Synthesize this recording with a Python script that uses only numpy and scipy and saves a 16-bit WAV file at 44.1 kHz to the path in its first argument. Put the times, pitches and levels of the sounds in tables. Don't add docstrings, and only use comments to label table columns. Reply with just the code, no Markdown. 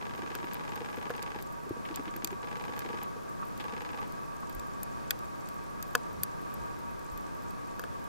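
import sys
import numpy as np
from scipy import signal
from scipy.fft import rfft, irfft, next_fast_len
from scipy.io import wavfile
from scipy.ndimage import uniform_filter1d, map_coordinates

SR = 44100
rng = np.random.default_rng(int(sys.argv[2]) if len(sys.argv) > 2 else 0)


def put_to_file(sound):
    columns = np.atleast_2d(sound).T
    safe = np.clip(columns, -1, 1)
    whole_steps = np.round(safe * 32767)
    wavfile.write(sys.argv[1], SR, whole_steps.astype(np.int16))


N = 356321

# f/Hz, alike/dB, opposed/dB
WASH_EQ = [(25, -37, -2.5), (83, -10.5, 2), (168, -9, 6.5), (423, -11.5, 1.5), (864, -13, -4.5),
           (1485, -14.5, -33), (2095, -23, -14), (2800, -26.5, -28), (5760, -28, -31), (9500, -33.5, -34.5),
           (12700, -35, -36), (17000, -42.5, -47)]
# f/Hz, alike/dB, opposed/dB
RUMBLE_EQ = [(20, -7, -15), (60.5, -8.5, 8), (118, -14, -3), (248, -37, -55), (800, -80, -78)]
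# t/s, level/dB
RUMBLE_RIDE = [(0, -59), (1.7, -57.5), (3.2, -58.5), (4.4, -56), (5.3, -57), (6.4, -55), (8.08, -59)]
# f/Hz, width/Hz, alike/dB, opposed/dB
HUM_MODES = [(938.5, 10.6, -3, 4.5), (1142.6, 21.2, -3, 5), (1246, 53, -19.5, 0), (1616, 39, -12.5, -8.5),
             (2533, 113, -24, -56)]
# f/Hz, width/Hz, level/dB
BRIGHT_MODES = [(1590, 210, 12), (2500, 123, 11.5), (3560, 600, 4.5), (4730, 150, 9.5), (5790, 800, 2.5),
                (7410, 700, 6), (8060, 220, 7.5), (9330, 660, 0.5), (10800, 670, -4.5), (12330, 1230, 2.5),
                (13900, 1400, 1.5)]
# start/s, end/s, level/dB, frames per step, stroke/s, nod/dB
MOTOR_RUNS = [(0, 0.56, 2, 1, 0.014, -8), (0.56, 1.38, 2.5, 1, 0.014, 0.5), (1.87, 2.33, 1, 2, 0.023, -5),
              (2.38, 3.04, 2, 1, .0132, 1), (3.58, 4.04, 2, 1, 0.013, 2)]
# f/Hz, width/Hz, alike/dB, opposed/dB
MOUNT_MODES = [(795, 77, 4.5, -32), (969, 16, 12, 19.5), (1140, 140, -5, 6.5), (1670, 64, 6, 2),
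               (2000, 93, -36, 9.5), (2415, 325, -3.5, -42), (3160, 78, -14, -7), (3780, 340, -42, -12),
               (5060, 230, -11, -18), (6700, 500, -16.5, -37)]
# t/s, level/dB, f/Hz
BUMP_CUES = [(0.23, -40, 331), (0.354, -43, 427), (0.437, -39, 340), (0.813, -39.5, 467),
             (0.979, -40.5, 484), (1.359, -38.5, 477), (1.667, -45, 410), (1.765, -41, 482),
             (2.69, -40.5, 490), (2.857, -39.5, 350), (2.901, -42.5, 465), (2.94, -40, 460),
             (3.162, -44.5, 457), (3.733, -41.5, 467)]
# t/s, level/dB, favoured f/Hz, thud/dB, edge/dB, sizzle/dB
TAP_CUES = [(0.351, -34, 1150, -28, 1, -11.5), (1.103, -26, 1560, -3.5, -15, -29),
            (5.951, -14, 1690, -19, -6.5, -18.5), (7.794, -33, 1640, -16, -10, -15.5),
            (7.838, -32.5, 1690, -17, -6.5, -24.5)]
# f/Hz, level/dB, t60/s before the tap's decay_scale
WALL_MODES = [(481, -1, 0.086), (721, -11.5, 0.11), (1050, -4, 0.053), (1263, 0, 0.029), (1484, 4.5, 0.027),
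              (1700, 1, 0.036), (2210, -30, 0.028), (2590, -21.5, 0.031), (3180, -19.5, 0.021),
              (3640, -22, 0.021)]
# t/s, level/dB, body/dB, crack/dB, sizzle left over right/dB
SNAP_CUES = [(0.5425, -33, -6, -23, 12), (0.7565, -40, -3, -13.5, 4), (1.2254, -39, -13, -7, 5),
             (1.4235, -37, -28, -19, 7), (1.9581, -34.5, -13, -8.5, 8), (2.163, -34, -19, -22, 10),
             (2.2447, -28.5, -18, -6, 8), (2.2727, -35, -4, -10.5, 1), (2.7906, -32, -8.5, -15, 9),
             (3.032, -36, -25, -26, 8.5), (4.495, -38.5, -8, -16.5, 4), (4.548, -35, -20, -25, 4),
             (4.595, -44.5, -15, -9, 5), (4.8307, -24.5, -20, -27, 4), (5.1058, -18, -3.5, -16, 10),
             (5.8252, -31, -14, -15, 5), (6.233, -15, -23.5, -23.5, 0), (6.5394, -37, -18, -23, 13),
             (7.175, -38.5, -10, -17.5, 12)]
# t/s, level/dB, band centre f/Hz
SCRAPE_CUES = [(1.852, -37.5, 2400), (1.9428, -40.5, 3460), (2.079, -42, 2360), (3.0404, -46.5, 2440),
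               (3.6012, -36.5, 3080), (4.042, -43.5, 2230)]
# t/s, level/dB, f/Hz
PING_CUES = [(3.4273, -38, 1140), (4.4275, -40, 1124)]
# crest t/s, level/dB, half-length/s, nominal f/Hz of the noise band
EDDY_CUES = [(4.574, -46.5, 0.035, 55), (6.18, -52, 0.098, 110), (6.625, -51.5, 0.047, 70),
             (7.158, -50, 0.053, 45)]

FRAME_HZ, TOP_HZ = 24000 / 1001, 16000


def amp(db):
    return 10 ** (np.asarray(db) / 20)


def unit(x):
    return x / np.sqrt(np.mean(x ** 2) + 1e-20)


def peaked(x):
    return x / np.sqrt(uniform_filter1d(np.mean(x ** 2, axis=0), size=44).max())


def wobble(rate):
    return map_coordinates(rng.standard_normal(int(N * rate / SR) + 4), [np.arange(N) * rate / SR])


def filtered(x, response):
    n = x.shape[-1]
    padded = next_fast_len(n + 4096)
    return irfft(rfft(x, padded) * response(np.fft.rfftfreq(padded, 1 / SR)), padded)[..., :n]


def eq_curve(rows):
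    f, *curves = np.transpose(rows)
    return lambda hz: amp([np.interp(np.log(hz + 1), np.log(f), db) for db in curves])


def resonance(hz, centre, width):
    return 1j * hz * width / (centre ** 2 - hz ** 2 + 1j * hz * width)


def modes(rows):
    return lambda hz: sum((-1) ** k * amp([[alike], [opposed]]) * resonance(hz, centre, width)
                          for k, (centre, width, alike, opposed) in enumerate(rows))


def band(x, lo_hz, hi_hz):
    sos = signal.butter(2, [lo_hz, min(hi_hz, SR / 2 - 1)], 'band', fs=SR, output='sos')
    return signal.sosfilt(sos, x)


def ports(pair):
    return np.array([pair[0] + pair[1], pair[0] - pair[1]])


def add(track, s, sound):
    part = track[:, max(round(s * SR), 0):][:, :sound.shape[-1]]
    part += sound[..., :part.shape[1]]


def burst(t, t60, attack):
    return rng.standard_normal((2, len(t))) * amp(-60 * t / t60) * (1 - np.exp(-t / attack))


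def through_shell(x):
    return filtered(x, lambda hz: sum((-1) ** k * amp(db) * resonance(hz, centre, width)
                                      for k, (centre, width, db) in enumerate(BRIGHT_MODES)))


def water():
    def noise(response):
        return unit(filtered(rng.standard_normal((2, N)), response))
    wash = noise(eq_curve(WASH_EQ)) * amp(-44 + 0.37 * wobble(5))
    flutter_db = .5 * wobble(4) + 1.2 * wobble(22)
    hum = noise(modes(HUM_MODES)) * amp(-47 + flutter_db)
    ride_db = np.interp(np.arange(N) / SR, *np.transpose(RUMBLE_RIDE))
    rumble = noise(eq_curve(RUMBLE_EQ)) * amp(ride_db + 1.5 * wobble(3.5))
    return ports(wash + hum + rumble)


def far_shrimp(per_s=45, spread_db=8.0, low_share=.35):
    high, low, t = np.zeros((2, N)), np.zeros((2, N)), np.arange(SR // 50) / SR
    for when, size, side, kind in rng.random((int(per_s * N / SR), 4)):
        db = min(-spread_db * np.log(1 - size), 13)
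        lean_left = amp([[3.5 * side], [-3.5 * side]])
        click = amp(db) * lean_left * burst(t, t60=0.02, attack=.00015)
        add(low if kind < low_share else high, when * N / SR, click)
    return amp(-68) * unit(through_shell(band(high, 9900, 17000) + band(low, 5300, 8800)))


def motor_steps(lag_s=.0115):
    return [(frame / FRAME_HZ + lag_s, db, stroke, nod_db)
            for start, end, db, frames, stroke, nod_db in MOTOR_RUNS
            for frame in np.arange(np.ceil(start * FRAME_HZ), end * FRAME_HZ, frames)]


def lens_motor(jitter_s=.0003, tick_spread_db=1.1):
    jolts, nods, rattle_envelope = np.zeros((3, 1, N))
    grit, t = np.zeros((2, N)), np.arange(SR // 25) / SR
    swell = np.sin(np.pi * t / t[-1]) ** 2 * amp(-60 * t / 0.063)
    nod = amp(-1.5) * np.sin(2 * np.pi * 475 * t) + amp(0.5) * np.sin(2 * np.pi * 845 * t)
    for start, db, stroke, nod_db in motor_steps():
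        for s, tick_db in [(start, 0), (start + stroke, -1.2)]:
            force = amp(db + tick_db + tick_spread_db * rng.standard_normal())
            add(jolts, s + rng.normal(0, jitter_s), np.array([force]))
            add(grit, s, force * burst(t, t60=0.061, attack=0.00033))
        nod_at = start + rng.normal(0, 0.00133)
        add(nods, nod_at, amp(db + nod_db - 38.5 + rng.normal(0, 2.8)) * swell * nod)
        add(rattle_envelope, start - .003, amp(db) * swell)
    ticks = amp(-54.5) * ports(unit(filtered(jolts, modes(MOUNT_MODES))))
    rattle = amp(-63.5) * unit(rattle_envelope * band(rng.standard_normal(N), 193, 550))
    return ticks + amp(-59.5) * unit(band(grit, 1040, 3220)) + nods + rattle


def bump(db, hz, rise_s, rattle_db=-5):
    t = np.arange(SR // 10) / SR
    swell = (t / rise_s) ** 2 * np.exp(2 * (1 - t / rise_s))
    rattle = unit(band(rng.standard_normal(len(t)), 172, 406))
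    return amp(db) * swell * (np.sin(2 * np.pi * hz * t) + amp(rattle_db) * rattle)


def shudders_and_bumps(lead_s=0.00303, short_stroke_s=0.01363):
    out = np.zeros((2, N))
    for s, _, stroke, _ in motor_steps():
        doublings = np.log2(stroke / short_stroke_s)
        db = -51 + 14 * doublings + 2 * rng.standard_normal()
        hz = 440 * 2 ** (-0.543 * doublings + .12 * rng.standard_normal())
        add(out, s + 0.7024 * stroke - lead_s, bump(db, hz, rise_s=0.45 * stroke))
    for s, db, hz in BUMP_CUES:
        add(out, s - lead_s, bump(db, hz, rise_s=0.0062))
    return out


def taps(falloff_db_per_oct=2, decay_scale=0.67):
    out, t = np.zeros((2, N)), np.arange(SR // 20) / SR
    mode_hz, mode_db, t60 = np.transpose(WALL_MODES)[..., None]
    sign = (-1) ** np.arange(len(WALL_MODES))[:, None]
    partials = sign * amp(-60 * t / (t60 * decay_scale)) * np.sin(2 * np.pi * mode_hz * t)
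    for s, db, hz, thud_db, edge_db, sizzle_db in TAP_CUES:
        shelves_db = [thud_db + 13.5, 0, 0, edge_db + 20.5]
        tone_db = np.interp(np.log(mode_hz), np.log([624, 1030, 1700, 2600]), shelves_db)
        focus_db = -falloff_db_per_oct * abs(np.log2(mode_hz / hz))
        scatter_db = rng.normal(0, 1, (2, len(WALL_MODES), 1))
        ring = np.sum(amp(mode_db + tone_db + focus_db + scatter_db) * partials, axis=1)
        click = through_shell(burst(t, t60=0.011, attack=0.0021))
        sizzle = amp([[7], [0]]) * peaked(band(click, 9700, 16000))
        sizzle += amp(3) * peaked(band(click, 4600, 6900))
        add(out, s, amp(db) * (peaked(ring) + amp(sizzle_db + 4.0) * sizzle))
    return out


def snap(db, body_db, crack_db, pan_db):
    t = np.arange(SR // 30) / SR
    crack_hz = np.clip(4350 - 123 * body_db, 2000, 10000)
    sizzle_hz = 13500 - 53 * (db + 43.5)
    transient = burst(t, t60=0.0041, attack=0.00019)
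    tail = amp(-9) * burst(t, t60=0.017, attack=0.00043)
    pop = through_shell(transient + tail)
    body = amp(body_db + 4.0) * peaked(band(pop, 1330, 4200))
    crack = amp(crack_db + 17.5) * peaked(band(pop, crack_hz * .5, crack_hz * 2.26))
    sizzle = amp([[pan_db / 2], [-pan_db / 2]]) * peaked(band(pop, sizzle_hz * 0.75, sizzle_hz * 1.13))
    return amp(db - 6) * (body + crack + sizzle)


def near_shrimp(neighbours_per_s=2.1):
    out = np.zeros((2, N))
    for s, db, body_db, crack_db, pan_db in SNAP_CUES:
        add(out, s + 0.00075, snap(db, body_db, crack_db, pan_db))
    for _ in range(int(neighbours_per_s * N / SR)):
        db = rng.normal(-43.5, 3)
        add(out, rng.random() * N / SR, snap(db, body_db=-15.5, crack_db=-14.5, pan_db=9))
    return out


def knock(s=1.708, db=-15.5, ring_hz=340, push_hz=125):
    out, t = np.zeros((2, N)), np.arange(SR // 10) / SR
    ring = np.sin(2 * np.pi * ring_hz * t) * amp(-60 * t / 0.022)
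    push = 0.16 * np.sin(2 * np.pi * push_hz * t) * amp(-60 * t / 0.049)
    add(out, s, amp(db) * (ring + push) * (1 - np.exp(-t / 0.002)))
    return out


def scrapes():
    out, t = np.zeros((2, N)), np.arange(SR // 20) / SR
    for s, db, hz in SCRAPE_CUES:
        rub = band(burst(t, t60=0.073, attack=0.0023), hz * 0.69, hz * 1.31)
        add(out, s - .002, amp(db - 5.5) * peaked(rub))
    return out


def pings(scuff_db=-5):
    out, t = np.zeros((2, N)), np.arange(SR // 10) / SR
    for s, db, hz in PING_CUES:
        ring = np.sin(2 * np.pi * hz * t) * amp(-60 * t / 0.069) * (1 - np.exp(-t / 0.0012))
        scuff = peaked(band(burst(t, t60=0.04, attack=.001), 860, 1360))
        add(out, s, amp(db + 5.5) * (amp([[1], [-1]]) * ring + amp(scuff_db) * scuff))
    return out


def eddies():
    out, t = np.zeros((2, N)), np.arange(-SR // 4, SR // 4) / SR
    for s, db, half_length, hz in EDDY_CUES:
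        swell = np.exp(-(t / half_length) ** 2)
        pressure = unit(band(rng.standard_normal((2, len(t))), hz * 0.31, hz * 1.46))
        add(out, s + t[0], amp(db) * swell * pressure)
    return ports(out)


def scene():
    reef = water() + eddies() + near_shrimp() + far_shrimp()
    camera = taps() + pings() + knock() + shudders_and_bumps() + lens_motor() + scrapes()
    return reef + camera


def record(dry):
    return filtered(dry, lambda hz: 1 / np.sqrt(1 + (hz / TOP_HZ) ** 120))


dry = scene()
out = record(dry)
put_to_file(out)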